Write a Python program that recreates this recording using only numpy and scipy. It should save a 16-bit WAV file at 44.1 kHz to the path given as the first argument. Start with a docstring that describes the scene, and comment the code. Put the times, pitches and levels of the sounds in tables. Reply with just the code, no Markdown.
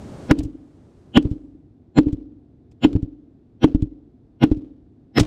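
"""A muffled hiss over a low outdoor rumble comes first; the hiss dies away around the first hammer blow.
A hammer then drives a bearing out of a wheel hub with a steel punch: seven blows, heard close under the wheel.
Narrow tones swell in before each blow; it cracks as noise and booms as fading tones of the wheel.
After the first six blows the wheel lands on its two timber blocks and bounces once, with thuds and clicks.
Loose steel ticks in between; at the last blow the bearing breaks loose and rattles."""
import sys
import numpy as np
from scipy import signal
from scipy.fft import rfft, irfft
from scipy.io import wavfile

SR = 44100
rng = np.random.default_rng(int(sys.argv[2]) if len(sys.argv) > 2 else 0)


def unload_audio(sound):
    """Save the sound as a 16-bit wav file, at the path given as the first command line argument."""
    columns = np.transpose(np.atleast_2d(sound))
    # keep every value between -1 and 1, then stretch to whole-number steps
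    steps = np.round(np.clip(columns, -1, 1) * 32767)
    wavfile.write(sys.argv[1], SR, steps.astype(np.int16))


N = 231966

LEAD_S = 0.07  # each one-second event starts this long before its contact
AGE = np.arange(SR) / SR - LEAD_S  # seconds since contact, negative before it
AFTER = np.maximum(AGE, 0)


def undb(db):
    """Turn decibels into gain."""
    return 10 ** (np.asarray(db) / 20)


def fade(t, t60):
    """Die away exponentially, 60 dB down after t60."""
    return np.exp(-np.log(1000) * t / t60)


def colour(x, points):
    """Filter by (f/Hz, level/dB) points joined on a log-frequency axis."""
    hz, db = np.transpose(points)
    f = np.maximum(np.fft.rfftfreq(len(x), 1 / SR), 1)
    gain = undb(np.interp(np.log(f), np.log(hz), db))
    return irfft(rfft(x) * gain, len(x))


def noise(points, size):
    """Make coloured noise with an rms of 1."""
    x = colour(rng.standard_normal(size), points)
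    return x / x.std()


def add(track, s, event):
    """Mix in an event whose contact falls at s seconds."""
    start = int((s - LEAD_S) * SR)
    part = event[:N - start]
    track[start:start + len(part)] += part


def struck(modes, contact_ms):
    """Ring fading tones with a smooth push; a longer contact sounds duller."""
    ring = np.zeros(len(AGE))
    for hz, db, t60 in modes:
        ring += undb(db) * np.sin(2 * np.pi * hz * AFTER) * fade(AFTER, t60)
    ms = np.arange(SR // 50) * 1000 / SR
    push = np.sin(np.pi * np.minimum(ms / contact_ms, 1)) ** 2
    return -signal.fftconvolve(ring, push / push.sum())[:len(AGE)]


def burst(points, rise_s, hold_s, t60, tail_db, tail_t60):
    """Contact noise: quick rise, short grind, fast decay, then a faint tail from the gap under the wheel."""
    since = np.maximum(AGE - hold_s, 0)
    rise = fade(np.maximum(-AGE, 0), rise_s)
    decay = fade(since, t60) + undb(tail_db) * fade(since, tail_t60)
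    return rise * decay * noise(points, len(AGE))


def grains(spread_db, size=96):
    """Uneven gain, drawn anew every size samples and joined by straight dB slopes; its rms is 1."""
    knots = AGE[::size]
    gain = undb(np.interp(AGE, knots, spread_db * rng.standard_normal(len(knots))))
    return gain / np.sqrt(np.mean(gain ** 2))


# colour of the low rumble: (f/Hz, level/dB)
RUMBLE_COLOUR = [(15, -40.5), (25, -10.5), (103, 2.5), (207, -7), (237, 0), (264, -1.5), (344, -4.5),
                 (543, -23.5), (729, -23.5), (1000, -35.5), (3180, -49), (3440, -45.5), (15000, -73.5)]
# colour of the muffled hiss: (f/Hz, level/dB)
HISS_COLOUR = [(15, -41), (25, -8), (112, -1), (309, -7.5), (363, -7), (450, -11.5), (604, -14),
               (655, -16.5), (2240, -34.5), (8550, -41), (15000, -64)]
# how loud the hiss is over time: (t/s, level/dB)
HISS_FADE = [(0, -37.5), (0.282, -36.5), (0.339, -48), (0.549, -55.5), (1.301, -53), (1.698, -75)]
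RUMBLE_DB = -51


def outdoors():
    """Coloured noise: a steady low rumble, and a hiss that dies away around the first blow."""
    hiss_db = np.interp(np.arange(N) / SR, *np.transpose(HISS_FADE))
    rumble = undb(RUMBLE_DB) * noise(RUMBLE_COLOUR, N)
    hiss = undb(hiss_db) * noise(HISS_COLOUR, N)
    return rumble + hiss


# tones of the wheel on its timber blocks: (f/Hz, level/dB, 60 dB decay t/s)
TIMBER_TONES = [(46.6, -15, 0.24), (72, -16, 0.035), (114, 0, 0.066), (176.7, -3, 0.06), (287.5, 3, 0.05),
                (304.5, -2.5, 0.14), (393, 1, 0.04), (732, -14, 0.054)]


def timber_thud(thud_db, contact_ms):
    """A push on the timber makes its short, low tones ring."""
    return undb(thud_db) * struck(TIMBER_TONES, contact_ms)


# colour of the click noise before its tilt: (f/Hz, level/dB)
CLICK_COLOUR = [(100, -2), (600, 22.5), (1500, 3.5), (3000, 5), (5500, -3), (8000, -9.5), (12000, -26.5),
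                (16000, -24.5)]


def knock(thud_db, contact_ms, click_db, tilt):
    """A thud on the timber while loose steel scrapes and clicks; tilt brightens the click, in dB per octave."""
    click = burst(CLICK_COLOUR, rise_s=0.025, hold_s=0.003, t60=0.03, tail_db=-22, tail_t60=0.14)
    # four octaves lie between the two points
    click = colour(click * grains(spread_db=4), [(500, -2 * tilt), (8000, 2 * tilt)])
    return timber_thud(thud_db, contact_ms) + undb(click_db) * click


# steel ticks between the blows and the freed bearing's clatter after the last:
# (t/s, thud level/dB, click level/dB, click brightness/dB per octave)
STEEL_KNOCKS = [(0.389, -34, -43.5, 9), (.436, -26.5, -56, 13), (1.227, -49, -50, 5.5),
                (2.718, -46, -61, 5), (2.932, -26.5, -49, 3), (5.192, -15, -27.5, 5),
                (5.199, -16.5, -17.5, 4), (5.209, -6, -23, 4), (5.233, -44, -32.5, 0.5),
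                (5.251, -35, -35.5, 0.5)]
RATTLE_CONTACT_MS = 3.47


def rattles():
    """Loose steel knocks about in the hub: each knock is a thud and a click."""
    out = np.zeros(N)
    for s, thud_db, click_db, tilt in STEEL_KNOCKS:
        add(out, s, knock(thud_db, RATTLE_CONTACT_MS, click_db, tilt))
    return out


# the wheel comes down after each blow but the last: (t/s, first thud level/dB, landing contact t/ms,
# lag of the second block t/s, landing click level/dB, level of the whole bounce/dB)
WHEEL_LANDINGS = [ (0.391, -16, 7.9, 0.016, -42.5, -1), (1.253, -16, 2.4, 0.0012, -43, 1.5),
                  (2.068, -16, 2.74, .014, -43.5, 1), (2.952, -9, 3.37, .011, -43.5, -5.5),
                  (3.747, -7, 3.7, .004, -42, -2), (4.515, -9.5, 2.07, 0.00344, -36.5, -14)]
SECOND_BLOCK_DB = -5.5  # thud, against the first block
LANDING_BRIGHT_DB, BOUNCE_BRIGHT_DB = -2, 4.5  # click brightness per octave
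BOUNCE_SHARE = 0.74  # second flight time, as a share of the first
BOUNCE_MIN_CONTACT_MS, BOUNCE_CLICK_DB = 4.2, -5.5  # click against the landing's


def hops():
    """The wheel drops on one block, then the other, and bounces once more after a shorter flight."""
    out = np.zeros(N)
    for (blow_s, *_), landing in zip(HAMMER_BLOWS, WHEEL_LANDINGS):
        s, thud_db, contact_ms, lag_s, click_db, bounce_db = landing
        add(out, s, timber_thud(thud_db, contact_ms))
        second = knock(thud_db + SECOND_BLOCK_DB, contact_ms, click_db, LANDING_BRIGHT_DB)
        add(out, s + lag_s, second)
        bounce_s = s + BOUNCE_SHARE * (s - blow_s)
        bounce_contact_ms = max(contact_ms, BOUNCE_MIN_CONTACT_MS)
        bounce = knock(thud_db, bounce_contact_ms, click_db + BOUNCE_CLICK_DB, BOUNCE_BRIGHT_DB)
        add(out, bounce_s, undb(bounce_db) * bounce)
    return out


# colour of the grainy noise after a blow: (f/Hz, level/dB)
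GRAINY_COLOUR = [(40, -10.5), (130, 5.5), (300, 10.5), (420, 4.5), (580, -8), (1000, -20.5), (2000, -30.5),
                 (3000, -26.5), (6000, -38.5), (9000, -48.5), (16000, -61.5)]


def grainy_noise(build_s=0.017):
    """Uneven grains of noise build up over 17 ms after the blow, then fade."""
    shape = np.minimum(AFTER / build_s, 1) * fade(AFTER, t60=0.64)
    rasp = grains(spread_db=5) * rng.standard_normal(len(AGE))
    rasp = colour(rasp, GRAINY_COLOUR)
    return shape * rasp / rasp.std()


# tones of the wheel disc and tyre: (f/Hz, level/dB, 60 dB decay t/s)
WHEEL_TONES = [(52, -31.5, 1), (170, -12, 0.078), (227.7, -11.5, 0.094), (277.7, -5, 0.16),
               (301.64, -2.5, 0.18), (266.3, -22, 0.8), (291.8, -19, 0.79), (312.7, -19.5, 0.71),
               (317.5, -26, 0.38), (352, -27.5, 0.26), (360, -17, 0.047), (430, -8.5, 0.046),
               (453, -43.5, 0.97), (539, -45, 0.94)]


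def wheel_boom():
    """A short push makes the wheel boom; its rocking makes the long hum flutter."""
    # the flutter fades in from 30 to 70 ms after contact
    flutter = grains(spread_db=4, size=600) ** np.clip((AGE - 0.03) / 0.04, 0, 1)
    return struck(WHEEL_TONES, contact_ms=1.0) * flutter


# colour of the crack noise: (f/Hz, level/dB)
CRACK_COLOUR = [(60, -0.5), (350, 14), (700, -0.5), (1400, -4), (3000, -14.5), (5000, -21.5), (8000, -31),
                (12000, -36), (16000, -44.5)]


def seat_crack():
    """The bearing jolts along its seat in a brief burst of noise."""
    return burst(CRACK_COLOUR, rise_s=0.0036, hold_s=0.0015, t60=0.02, tail_db=-32, tail_t60=0.11)


# colour of the swell shared by all blows: (f/Hz, level/dB)
SHARED_SWELL_COLOUR = [(250, 1), (750, -2), (1100, -6), (1500, -5), (2000, -7), (3000, -8.5), (5500, -8.5),
                       (9000, -15.5), (12000, -6)]
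TILT_PIVOT_HZ, HUMP_WIDTH_OCTAVES = 691, 0.18  # where the tilt starts; width of the hump


def swell_colour(swell_db, bright_db, peak_hz, peak_db):
    """Colour of one swell: the shared colour, tilted, with a hump around one frequency."""
    hz = np.geomspace(100, 16000, 90)
    shared_hz, shared_db = np.transpose(SHARED_SWELL_COLOUR)
    shared = np.interp(np.log(hz), np.log(shared_hz), shared_db)
    tilt = bright_db * np.log2(np.maximum(hz / TILT_PIVOT_HZ, 1))
    octaves_off = np.log2(hz / peak_hz)
    hump = peak_db * np.exp(-0.5 * (octaves_off / HUMP_WIDTH_OCTAVES) ** 2)
    return np.column_stack([hz, swell_db + shared + tilt + hump])


# narrow tones of the swell, before each blow's colour and scatter: (f/Hz, level/dB)
SWELL_TONES = [(138, -18.5), (238, -12.5), (330, -15.5), (511, -23.5), (600, -27.5), (700, -26.5),
               (795, -23), (985, -27.5), (1090, -33), (1255, -32.5), (1450, -23.5), (1640, -32),
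               (1725, -32), (2110, -28), (2485, -30.5), (2685, -28.5), (2860, -30.5), (3060, -29.5),
               (3330, -29.5), (3610, -36), (3890, -33), (4280, -33), (5130, -43), (5410, -41.5),
               (6830, -49.5), (7800, -50), (8800, -47.5), (11400, -52.5), (12100, -52.5)]
# colour of the noise among those tones, before each blow's colour: (f/Hz, level/dB)
SHIMMER_COLOUR = [(40, -11.5), (140, -2), (260, 4), (500, -1.5), (1000, -15.5), (3000, -6), (4400, -16),
                  (6000, -36), (12000, -43.5), (16000, -59)]


def tonal_swell(t60, tone, extra_tones, rise_s=0.045, early_s=0.0027, shimmer_db=-18):
    """Narrow tones swell in over some 35 ms before each blow, then fade quickly, leaving a faint tail."""
    hz, db = np.transpose(SWELL_TONES)
    tone_hz, tone_db = np.transpose(tone)
    # every blow scatters the levels by about 2 dB and the pitches by about 0.4 percent
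    db = db + 2 * rng.standard_normal(len(db)) + np.interp(np.log(hz), np.log(tone_hz), tone_db)
    hz = hz * (1 + 0.0041 * rng.standard_normal(len(hz)))
    hz, db = np.hstack([[hz, db], np.transpose(extra_tones)])
    phase = rng.uniform(0, 2 * np.pi, (len(hz), 1))
    partials = undb(db) @ np.sin(2 * np.pi * hz[:, None] * AGE + phase)
    # a shimmer of noise fills in between the narrow tones
    shimmer = colour(noise(SHIMMER_COLOUR, len(AGE)), tone)
    before, since = np.maximum(-AGE - early_s, 0), np.maximum(AGE + early_s, 0)
    swell = fade((before / rise_s) ** 1.4, 1)
    decay = fade(since, t60) + undb(-46) * fade(since, 0.28)
    return swell * decay * (partials + undb(shimmer_db) * shimmer)


# the hammer blows; each swell is strongest around one frequency and has its own high tones:
# (t/s, boom level/dB, crack level/dB, swell level/dB, swell brightness/dB per octave,
#  strongest f/Hz, hump level/dB, high tone f/Hz, high tone level/dB)
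HAMMER_BLOWS = [ (0.3113, -3.5, 1, -2, -2, 466, 3, 5240, -44),
                (1.1726, -1.5, -1.5, 0, 0, 3030, 19, 6970, -43), (1.986, 0, -8, 1, -2, 4155, 3, 7170, -38),
                (2.8490, -2.5, -17, -1, 1, 2900, 8, 6970, -40.5),
                (3.643, -2, -9, -3.5, 0.5, 3140, 6, 5660, -42.5),
                (4.4378, -4.5, -9.5, 1.5, -.5, 2850, 4.5, 5490, -43),
                (5.1823, -10.5, -5.5, -1, 2.5, 1900, 8.5, 5130, -24.5)]
SWELL_T60_S, LAST_SWELL_T60_S = 0.049, 0.061  # the last blow's swell fades more slowly
TWIN_SPLIT_HZ, TWIN_DB = 277, -3.5  # the high tone has a weaker twin above it
PEAK_TONE_DB = -36.5  # a tone at the strongest frequency, before the blow's own levels
GRAINY_DB = -30


def hammer():
    """Each blow is led in by a tonal swell, cracks at the bearing's seat and makes the wheel boom."""
    out = np.zeros(N)
    for blow in HAMMER_BLOWS:
        s, boom_db, crack_db, swell_db, bright_db, peak_hz, peak_db, high_hz, high_db = blow
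        tone = swell_colour(swell_db, bright_db, peak_hz, peak_db)
        swell_t60 = LAST_SWELL_T60_S if s == HAMMER_BLOWS[-1][0] else SWELL_T60_S
        extra_tones = [(high_hz, high_db),
                       (high_hz + TWIN_SPLIT_HZ, high_db + TWIN_DB),
                       (peak_hz, PEAK_TONE_DB + swell_db + peak_db)]
        event = undb(boom_db) * wheel_boom()
        event += undb(crack_db) * seat_crack()
        event += undb(GRAINY_DB) * grainy_noise()
        event += tonal_swell(swell_t60, tone, extra_tones)
        add(out, s, event)
    return out


def scene():
    """Everything at one microphone under the hub."""
    return (outdoors() + rattles() + hops() + hammer())[None]


def record(dry, low_hz=30, top_hz=15500):
    """The overloaded microphone rounds the peaks; deep bass and top are cut."""
    bass_cut = signal.butter(1, low_hz, "highpass", fs=SR, output="sos")
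    thinned = signal.sosfilt(bass_cut, dry)
    rounded = thinned / (1 + thinned ** 4) ** (1 / 4)
    top_cut = signal.ellip(8, 0.2, 70, top_hz, fs=SR, output="sos")
    return signal.sosfilt(top_cut, rounded)


dry = scene()
out = record(dry)
unload_audio(out)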